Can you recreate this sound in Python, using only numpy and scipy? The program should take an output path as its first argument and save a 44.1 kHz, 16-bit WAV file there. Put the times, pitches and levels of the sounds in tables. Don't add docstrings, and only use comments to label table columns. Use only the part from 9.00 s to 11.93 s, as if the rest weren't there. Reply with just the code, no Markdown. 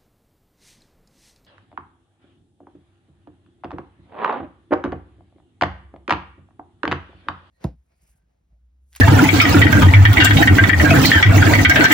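import sys
import numpy as np
from scipy import signal
from scipy.fft import rfft, irfft
from scipy.io import wavfile
from scipy.ndimage import uniform_filter1d

SR = 44100
rng = np.random.default_rng(int(sys.argv[2]) if len(sys.argv) > 2 else 0)


def wav_out(sig):
    wavfile.write(sys.argv[1], SR, np.round(np.clip(np.atleast_2d(sig).T, -1, 1) * 32767).astype(np.int16))


N = 129213


def amp(db):
    return 10 ** (np.asarray(db) / 20)


def unit(x):
    return x / np.sqrt(np.mean(x ** 2) + 1e-20)


def noise(count):
    return rng.standard_normal((2, count))


def decay(t, t60, hold_s=0):
    return amp(-60 * np.maximum(t - hold_s, 0) / t60)


def level(curve):
    return amp(np.interp(np.arange(N) / SR, *np.transpose(curve)))


def pan(db):
    return unit(amp([[db / 2], [-db / 2]]))


def colour(x, spectrum):
    hz, db = np.transpose(spectrum)
    f = np.fft.rfftfreq(x.shape[-1], 1 / SR)
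    gain = amp(np.interp(np.log(f + 1), np.log(hz), db))
    return unit(irfft(rfft(x) * gain, x.shape[-1]))


def hump(hz, width, slope=1):
    offset = np.linspace(-1, 1, 401)
    db = -10 * np.log10(1 + (2 * offset / width) ** 2) - 40 * offset ** 4
    return np.c_[hz * np.exp(offset), slope * db]


def drift(rate_hz):
    f = np.fft.rfftfreq(N, 1 / SR)
    return unit(irfft(rfft(rng.standard_normal(N)) * np.exp(-(f / rate_hz) ** 2), N))


def blend(pair, width):
    return unit(pair[0] + np.array([[1], [-1]]) * width * pair[1])


def add(mix, s, sound):
    part = mix[:, max(round(s * SR), 0):][:, :sound.shape[-1]]
    part += sound[..., :part.shape[1]]


def grains(per_s, spread_db, t60, direct):
    places = 8
    struck = rng.random(N) < per_s / SR
    size = amp(spread_db * np.minimum(rng.exponential(1, N), 4))
    clicks = struck * size * rng.choice([-1, 1], N)
    place = rng.integers(0, places, size=N)
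    t = np.arange(4096) / SR
    out = np.zeros((2, N))
    for k in range(places):
        echo = noise(len(t)) * (decay(t, t60) + direct * np.exp(-t / 0.00092))
        out += signal.oaconvolve((clicks * (place == k))[None], echo, axes=1)[:, :N]
    return unit(out)


def pitched_grains(per_s, low_hz, high_hz, cycles, spread_db, t60, wet_db, count):
    t = np.arange(1200) / SR
    pitches = np.linspace(low_hz, high_hz, count)[:, None, None]
    tones = np.sin(2 * np.pi * (pitches * t + rng.random((count, 2, 1))))
    envelope = np.exp(-t * pitches / cycles) * (1 - np.exp(-t * pitches / 2))
    rings = np.sqrt(pitches) * tones * envelope
    out = np.zeros((2, N))
    for when, kind, size, side in rng.random((int(per_s * N / SR), 4)):
        gain = amp(spread_db * min(-np.log(size), 3)) * np.sqrt([[side], [1 - side]])
        add(out, when * N / SR, rings[int(kind * count)] * gain)
    tail = noise(6000) * decay(np.arange(6000) / SR, t60)
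    echo = signal.oaconvolve(out, tail / np.linalg.norm(tail[0]), axes=1)[:, :N]
    return unit(out + amp(wet_db) * echo)


def burst(spectrum, rise_s, t60, grain_db=0):
    t = np.arange(6144) / SR
    grain = amp(grain_db * np.repeat(noise(192), 32, axis=1))
    return colour(noise(len(t)) * grain, spectrum) * np.minimum(t / rise_s, 1) * decay(t, t60, rise_s)


def boom():
    # start t/s, length/s, level/dB, mid-swell f/Hz
    swells = [(0,0.072,-1.5,96.4), (0.077,0.034,-1.5,102), (0.113,.08,-5,98.5), (0.27,0.11,-14,99),
              (.375,0.091,-11.5,102.6), (0.485,0.052,-12,96), (0.55,0.099,-8.5,97.2),
              (0.623,0.073,-4.5,94.1), (0.722,0.062,-5.5,99.4), (0.824,0.1,2,92.3), (0.93,0.12,5,99.7),
              (1.046,0.086,1,101.7), (1.167,0.03,-11,81), (1.213,0.074,-7,96), (1.263,0.131,-4,101.5),
              (1.403,0.071,-9.5,99.7), (1.478,0.082,-2.5,94.8), (1.598,0.08,-5.5,97.3),
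              (1.702,0.084,-8,94.7), (1.767,0.086,-10,81.6), (1.853,0.1,-10,94.2), (1.93,0.15,-18.5,108.6),
              (2.063,0.047,-19,98), (2.149,0.043,-5,92.4), (2.246,0.08,-1,100.3), (2.331,0.11,-3.5,97.6),
              (2.447,0.063,-10.5,98.6), (2.501,0.13,-7.5,101.7), (2.661,0.054,-7.5,88)]
    # f/Hz, level/dB
    buffet_spectrum = [(15, -2), (35, 2), (60, -1), (85, 6), (125, -1), (165, 0), (210, -2), (300, -12),
                       (600, -47.5)]
    sag, flutter_share = 0.072, 0.015
    arch_power, edge_s, buffet_db = 0.53, 0.012, -17
    out = np.zeros((2, N))
    flutter = drift(rate_hz=17)
    buffet = colour(noise(N), buffet_spectrum)
    for s, length, db, hz in swells:
        u = np.linspace(0, 1, round(length * SR), endpoint=False)
        now = np.clip(round(s * SR) + np.arange(len(u)), 0, N - 1)
        pitch = hz * (1 - sag * (u - 0.5) + flutter_share * flutter[now])
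        turns = np.cumsum(pitch) / SR + rng.random()
        fade = np.minimum(np.minimum(u, 1 - u) * length / edge_s, 1)
        air = np.sin(2 * np.pi * turns) + amp(buffet_db) * blend(buffet[:, now], width=0.19)
        add(out, s, amp(db) * fade * np.sin(np.pi * u) ** arch_power * air)
    return out * pan(db=0.3)


def shell():
    # t/s, level/dB
    shell_level = [(0.0, -7.5), (0.04, -23), (0.09, -12), (0.44, -20), (0.57, -12.5), (0.63, -15),
                   (0.83, -13.5), (1.11, -26.5), (1.37, -12.5), (1.76, -21), (1.78, -20.5), (2.0, -10),
                   (2.24, -28.5), (2.33, -16.5), (2.59, -16), (2.68, -21.5), (2.79, -13.5), (2.93, -22)]
    # f/Hz, level/dB
    shell_spectrum = [(20, -42), (45, -29), (65, 1.5), (100, -8.5), (135, 3), (170, -1), (200, -2),
                      (235, -3.5), (274, 3.5), (310, -1.5), (370, -16), (460, -10.5), (1000, -45)]
    thuds = blend(grains(per_s=910, spread_db=1.5, t60=0.055, direct=0.54), width=0.096)
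    patchy = amp(-0.5 * drift(rate_hz=77))
    return patchy * level(shell_level) * colour(thuds, shell_spectrum)


def slop():
    # t/s, level/dB
    slop_level = [(0,-19),(.06,-22.5),(.09,-25.5),(.23,-21.5),(.28,-24.5),(.42,-22),(.58,-22),(.68,-22.5),(.84,-28),(.89,-26.5),(1.03,-25.5),(1.2,-26.5),(1.35,-26.5),(1.4,-26),(1.48,-25),(1.66,-26.5),(1.74,-40),(1.81,-27),(2.0,-20.5),(2.13,-25.5),(2.25,-27),(2.35,-24.5),(2.55,-23),(2.64,-30.5),(2.67,-43),(2.78,-19.5),(2.93,-24)]
    # f/Hz, level/dB
    slop_spectrum = [(150, -18), (350, 15.5), (480, 2), (700, 9), (900, 7.5), (1080, 3.5), (1400, 7),
                     (2000, 4.5), (2800, 0), (4000, -13.5), (8000, -68)]
    pops = pitched_grains(per_s=1400, low_hz=309, high_hz=4499, cycles=14.8,
                          spread_db=3, t60=0.079, wet_db=-8, count=70)
    wet = colour(blend(pops, width=0.76), slop_spectrum)
    return amp(3) * level(slop_level) * wet * pan(db=-1.2)


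def grit():
    # t/s, level/dB
    grit_level = [(0.0, -22), (0.02, -27.5), (0.28, -27.5), (0.33, -25), (0.51, -26), (0.69, -32),
                  (0.73, -24), (0.74, -31), (0.83, -29), (0.86, -31), (1.22, -31), (1.23, -37),
                  (1.25, -14.5), (1.28, -24.5), (1.48, -25), (1.5, -38), (1.57, -27), (1.61, -34),
                  (1.7, -26.5), (1.71, -38.5), (1.85, -24), (1.87, -32), (2.06, -18), (2.11, -23.5),
                  (2.32, -37), (2.38, -22), (2.39, -31), (2.55, -23.5), (2.63, -26), (2.68, -40),
                  (2.7, -16.5), (2.73, -30), (2.76, -21.5), (2.79, -32), (2.83, -25), (2.85, -20.5),
                  (2.88, -28), (2.93, -17.5)]
    # f/Hz, level/dB
    left_spectrum = [(1000, -45), (2800, 7), (4300, 3.5), (5200, 0.5), (6500, 0), (7500, -4), (8000, -11),
                     (10000, -3.5), (12000, -7), (13700, -18), (14900, 3), (16000, 5)]
    # f/Hz, level/dB
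    right_spectrum = [(1000, 15.5), (2800, 3), (4300, 5), (5000, -0.5), (6300, 2.5), (7500, 0.5),
                      (8100, -6), (10000, -13), (12000, -18), (13700, -13), (14900, 4.5), (16000, -7)]
    ticks = pitched_grains(per_s=3000, low_hz=1800, high_hz=16000, cycles=8,
                           spread_db=4.5, t60=0.07, wet_db=0, count=110)
    left, right = ticks + 0.6 * noise(N)
    both = np.array([colour(left, left_spectrum), colour(right, right_spectrum)])
    return amp(2) * level(grit_level) * both * pan(db=-6)


def rumble():
    # f/Hz, level/dB
    spectrum = [(20, -39), (45, -6), (65, -9), (100, 15), (150, -12.5), (230, 1.5), (275, -7.5),
                (400, -23.5), (750, -4), (1200, -17), (4000, -81)]
    return amp(-24) * blend(colour(noise(N), spectrum), width=0.37)


def puff(hz, sag_hz_per_s, lead_s):
    rise_s, hold_s, t60, sag_end_s = 0.0047, 0.013, 0.056, 0.03
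    t = np.arange(4000) / SR
    pitch = hz - sag_hz_per_s * (np.minimum(t, sag_end_s) - lead_s)
    turns = np.cumsum(pitch) / SR + rng.random()
    rise = np.sin(np.pi / 2 * np.minimum(t / rise_s, 1)) ** 2
    return rise * decay(t, t60, rise_s + hold_s) * np.sin(2 * np.pi * turns)


def engine():
    # t/s, level/dB
    throb_level = [(0,-12), (.13,2.5), (.23,2.5), (.34,0.5), (.45,-1), (.56,2), (.77,-1.5), (.88,-2),
                   (1.09,-7), (1.2,-3), (1.41,-1), (1.73,-6), (1.84,-3), (2.05,-0.5), (2.27,-9), (2.37,0),
                   (2.7,-4.5), (2.92,1.5)]
    first_firing_s, firing_s = 0.018, 0.1072
    lead_s = 0.0104
    echo_s, echo_db, knock_db = 0.03, -12.5, -16
    out = np.zeros((2, N))
    for s in np.arange(first_firing_s, N / SR, firing_s) - lead_s:
        db = -8.5 + 0.65 * rng.standard_normal()
        add(out, s, amp(db) * puff(310, 1100, lead_s))
        add(out, s + echo_s, amp(db + echo_db) * puff(292, 0, lead_s))
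        add(out, s + firing_s / 2, amp(db + knock_db) * puff(273, 0, lead_s))
    return out * level(throb_level)


def squeaks():
    # start t/s, length/s, level/dB, start f/Hz, end f/Hz
    slips = [(0.011, 0.019, -7, 1773, 1790), (0.029, 0.019, -11, 1790, 1724),
             (0.187, 0.019, -14, 1514, 1320), (0.287, 0.024, -14, 2296, 2240),
             (0.409, 0.028, -12, 1387, 1324), (.54, 0.015, -20, 1470, 1330),
             (.618, 0.029, -9.5, 1949, 1900), (1.169, .02, -21, 2200, 2300), (1.427, .018, -7, 1900, 1820),
             (1.473, 0.031, -11, 1900, 1820), (1.579, 0.031, -13, 1995, 1963),
             (1.734, 0.021, -15, 1940, 1814), (1.902, 0.035, -18.5, 2566, 2510),
             (1.908, 0.034, -16, 690, 647), (2.113, 0.057, -11, 1900, 1756),
             (2.119, 0.084, -21.5, 3350, 3000), (2.155, 0.0495, -12.5, 1837, 1547),
             (2.42, 0.017, -11.5, 1539, 1430), (2.901, 0.027, -12.5, 1930, 1860)]
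    rise_s, fade_db, jitter_share = 0.0092, -9, 0.029
    out = np.zeros((2, N))
    for s, length, db, from_hz, to_hz in slips:
        u = np.linspace(0, 1, round(length * SR))
        jitter = unit(uniform_filter1d(noise(4096), size=80))[:, :len(u)]
        pitch = (from_hz + (to_hz - from_hz) * u) * (1 + jitter_share * jitter)
        turns = np.cumsum(pitch, axis=1) / SR
        shape = np.minimum(u * length / rise_s, 1) * amp(fade_db * u) * (1 - u ** 6)
        add(out, s, amp(db) * unit(shape * np.sin(2 * np.pi * turns)))
    return out


def gear():
    # t/s, level/dB, favoured f/Hz, left-right/dB, bright edge level/dB,
    # grinding time/s, overtone f/Hz, low ring level relative to the clank/dB
    clanks = [(.0148,-9.5,1790,-6,-46,0.0081,2777,-20), (.0808,-11,1410,-3,-31,.013,2860,-5),
              (.191,-8.5,1560,-11,-43,0.003,4446,-7), (.2898,0.5,2180,10,-21.5,0.0055,3294,-35),
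              (.4004,5,2200,0,-9.5,0.011,2470,-28), (.4137,-7,1320,-1,-24,0.028,3260,-24),
              (.4522,-0.5,1990,1,-26,0.0027,3080,-31), (.6163,-2,1980,1.5,-19.5,0.016,3115,-22),
              (.6312,-10,1880,7,-24,.007,3220,-15), (.6664,-2,1940,6,-29,0.012,3030,-14),
              (.7266,-1,1650,-4,-29,0.0047,2842,-10), (.769,-14.5,1560,-1,-52,0.0079,2840,0),
              (.8192,-11,1280,3,-25.5,.007,3260,-4), (.833,-7.5,1260,-3,-23,0.0025,3200,-7),
              (.8835,-7.5,1930,7,-36,.0061,3660,-28), (.9367,0,2090,0.5,-23,0.014,3400,-19),
              (.9646,-5,1860,4,-43,.0066,4489,-13), (1.0525,3.5,1843,-1.5,-17.5,0.013,3150,-23),
              (1.1694,-2.5,2060,0,-24,0.015,2880,-36), (1.2008,-5.5,1980,3.5,-14.5,0.018,2831,-4.5),
              (1.2214,-9,1810,0,-21,0.0081,2790,0), (1.2482,-2.5,1470,3.5,-14,0.015,2790,-8),
              (1.2688,3.5,1830,3,-15,.005,3250,-11), (1.3078,3,1770,0.5,-18.5,0.0077,3360,-15),
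              (1.3693,-6.5,2360,-3,-14.5,0.0032,3815,-20), (1.4238,-0.5,1860,-0.5,-25,0.0099,3040,-11),
              (1.4738,0.5,1890,1.5,-20,0.0085,2810,-10.5), (1.5844,3,1530,-1.5,-30,0.011,3330,-32),
              (1.6376,-1,1940,-6,-25,0.0096,3509,-14), (1.6945,3,1870,6.5,-23,0.0092,3230,-16),
              (1.73,1,1890,6,-31,0.0038,3402,-24), (1.7962,-7.5,1896,2,-32,0.017,2840,-17),
              (1.8469,-11,1630,-4,-47,.026,4400,-5), (1.904,-12,2300,7,-29,.006,2450,-20),
              (1.9578,-11,1730,0,-38,0.0092,4560,-5), (2.0484,-9,2000,1,-20.5,.0082,4220,-33),
              (2.1168,1.5,1820,2,-15.5,0.0061,3140,-27), (2.1483,-5,1810,-2,-37,0.012,3380,-7),
              (2.176,-10.5,1700,8,-31,0.013,3050,-13), (2.2268,6.5,2000,1,-15.5,0.011,3369,-17),
              (2.2634,-7.5,1990,12,-28.5,0.012,2860,-23), (2.3785,-6.5,2050,3,-40,0.0033,2840,-15),
              (2.4242,-5,1530,-1,-25.5,0.0041,3290,-21), (2.4667,-9,1700,-5,-40,0.01,3200,-21),
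              (2.5357,-1.5,1990,-2,-23.5,0.0083,4430,-16), (2.5514,-2.5,2070,-1,-39,0.011,4188,-29),
              (2.588,-4,1990,8,-38,0.0061,3219,-22), (2.6493,5,2075,-0.5,-14,0.013,3180,-10),
              (2.6962,4,1570,-2,-26,0.0084,4300,-24), (2.7108,1.5,2040,3.5,-29,0.012,3830,-16),
              (2.7584,-1,1710,-1,-18.5,0.011,2570,-12), (2.7754,-11.5,1900,1,-29,0.013,2842,-24),
              (2.8073,-3.5,2000,-0.5,-22.5,.0045,4310,0), (2.842,-1,1630,4,-22,0.012,2880,-8.5),
              (2.8559,5,1720,1,-17,0.0066,4140,-12), (2.907,1,1920,0.5,-21,.03,3400,-14)]
    # f/Hz, level/dB, t60/s
    modes = [(1243, 2.5, 0.092), (1589, 1, 0.1), (1630, -6, 0.12), (1790, -2, 0.065), (1900, -6, 0.14),
             (1990, -2, 0.043), (2200, -1.5, 0.086), (2282, 9, 0.064), (2297, -8.5, 0.33),
             (2840, 2.5, 0.052), (3170, -1, 0.064)]
    # f/Hz, level/dB
    clatter_spectrum = [(300, -19), (1000, -5), (1500, -11), (1950, 8), (2400, 0.5), (2900, -22),
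                        (5000, -83.5), (16000, -103)]
    # f/Hz, level/dB
    edge_spectrum = [(1000, -6), (2400, 1), (2830, 5.5), (3020, 9), (3250, 12), (3550, 2.5), (3750, 9.5),
                     (4050, -13), (4350, 1.5), (4800, -6.5), (7500, -21.5), (10000, -30.5), (16000, -53)]
    chatter_spectrum = [(30, 9.5), (200, 14), (500, -26), (2000, -80)]  # f/Hz, level/dB
    focus_db, focus_hz = 21.5, 144
    detune = 0.01353
    strike_s, edge_hold_s = 0.00053, 0.0028
    out = np.zeros((2, N))
    t = np.arange(6144) / SR
    hz, db, t60 = np.transpose(modes)[:, :, None]
    for s, clank_db, own_hz, pan_db, edge_db, grind_s, overtone_hz, low_db in clanks:
        weight = amp(db) * (1 + amp(focus_db) * np.exp(-((hz - own_hz) / focus_hz) ** 2))
        detuned_hz = hz * (1 + detune * rng.standard_normal((2, len(hz), 1)))
        turns = detuned_hz * t + rng.random((2, len(hz), 1))
        partials = weight * decay(t, t60, grind_s) * np.sin(2 * np.pi * turns)
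        ring = partials.sum(1) / np.linalg.norm(weight)
        ring = ring * (1 + 0.089 * colour(noise(len(t)), chatter_spectrum))
        clatter = colour(noise(len(t)), clatter_spectrum) * decay(t, 0.21, grind_s)
        low = colour(noise(len(t)), hump(1530, width=0.1, slope=2)) * decay(t, 0.15, grind_s)
        edge = colour(noise(len(t)), edge_spectrum) * decay(t, 0.1, edge_hold_s + grind_s / 2)
        overtone = colour(noise(len(t)), hump(overtone_hz, width=0.023, slope=2))
        overtone = overtone * decay(t, 0.13, grind_s)
        hit = amp(clank_db) * (amp(-3.5) * ring + amp(-19) * clatter + amp(low_db - 4) * low)
        hit += amp(edge_db) * (amp(2) * edge + amp(-0.5) * overtone)
        add(out, s, hit * (1 - np.exp(-t / strike_s)) * pan(pan_db))
    return out


def plops():
    # t/s, level/dB, f/Hz, left-right/dB
    lumps = [(0.07, -7.5, 890, -5), (0.14, -12, 746, 4), (0.213, -18, 750, 10), (0.824, -9.5, 920, 4),
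             (0.929, -15, 950, 2), (1.384, -7, 775, -2), (1.411, -10.5, 720, -2), (1.804, -11.5, 636, -7),
             (1.911, -14.5, 705, -3), (2.339, -14, 650, -12), (2.504, -11.5, 587, -9),
             (2.699, -10, 690, 12), (2.768, -11, 643, 5)]
    out = np.zeros((2, N))
    for s, db, hz, pan_db in lumps:
        plop = burst(hump(hz, width=0.16, slope=2), rise_s=0.0035, t60=0.42)
        add(out, s, amp(db - 15.5) * blend(plop, width=1) * pan(pan_db))
    return out


def spatters():
    # t/s, body level/dB, f/Hz, left-right/dB, fizz level/dB
    drops = [(0.235, -25, 6500, -6.5, -29.5), (0.332, -25, 4470, -4.0, -38), (0.3556, -17, 4360, -10, -41),
             (0.4139, -6.5, 5200, 1, -24), (0.4887, -18, 4360, -1, -32), (0.525, -19.5, 5160, 13, -44.5),
             (0.5917, -23.5, 7200, -8, -37), (0.72, -21.5, 6060, -19, -35), (0.8174, -28, 6530, -3.5, -35),
             (1.128, -15, 3400, 8, -29), (1.2448, -8.5, 7400, -1, -22), (1.4274, -21, 5830, 5, -23.5),
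             (2.0553, 1, 4230, -0.5, -18), (2.372, -17, 6440, -18, -44), (2.2264, -18, 5470, 5, -48),
             (2.611, -20, 6260, -10, -40), (2.6943, -12.5, 5540, -4, -28), (2.84, -13.5, 5700, 0, -37),
             (2.917, -13, 7400, -2, -22)]
    # f/Hz, level/dB
    fizz_spectrum = [(3000, -12), (6000, -2), (10000, -6.5), (13500, -10), (15000, 10.5), (16000, 0)]
    out = np.zeros((2, N))
    for s, db, hz, pan_db, fizz_db in drops:
        body = burst(hump(hz, width=0.054), rise_s=0.0021, t60=0.15, grain_db=2.5)
        fizz = burst(fizz_spectrum, rise_s=0.0048, t60=0.05, grain_db=5)
        add(out, s, (amp(db - 7) * body + amp(fizz_db + 9.5) * fizz) * pan(pan_db))
    return out


def scene():
    left, right = boom() + shell() + engine()
    lag_s = 0.000479
    t = np.arange(N) / SR
    low = np.array([np.interp(t - lag_s, t, left), right])
    return low + slop() + grit() + rumble() + squeaks() + gear() + plops() + spatters()


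def record(dry):
    drive_db, ceiling, release_db_per_s, cutoff_hz = 0.5, 0.98, 127, 15850
    x = dry * amp(drive_db)
    over_db = 20 * np.log10(np.maximum(abs(x).max(0) / ceiling, 1))
    fall = np.arange(N) * release_db_per_s / SR
    held_db = np.maximum.accumulate(over_db + fall) - fall
    duck_db = uniform_filter1d(held_db, size=40)
    x = np.clip(x * amp(-duck_db), -1, 1)
    low_pass = signal.firwin(511, cutoff_hz, window=("kaiser", 8), fs=SR)
    return signal.oaconvolve(x, low_pass[None], "same")


dry = scene()
out = record(dry)
wav_out(out)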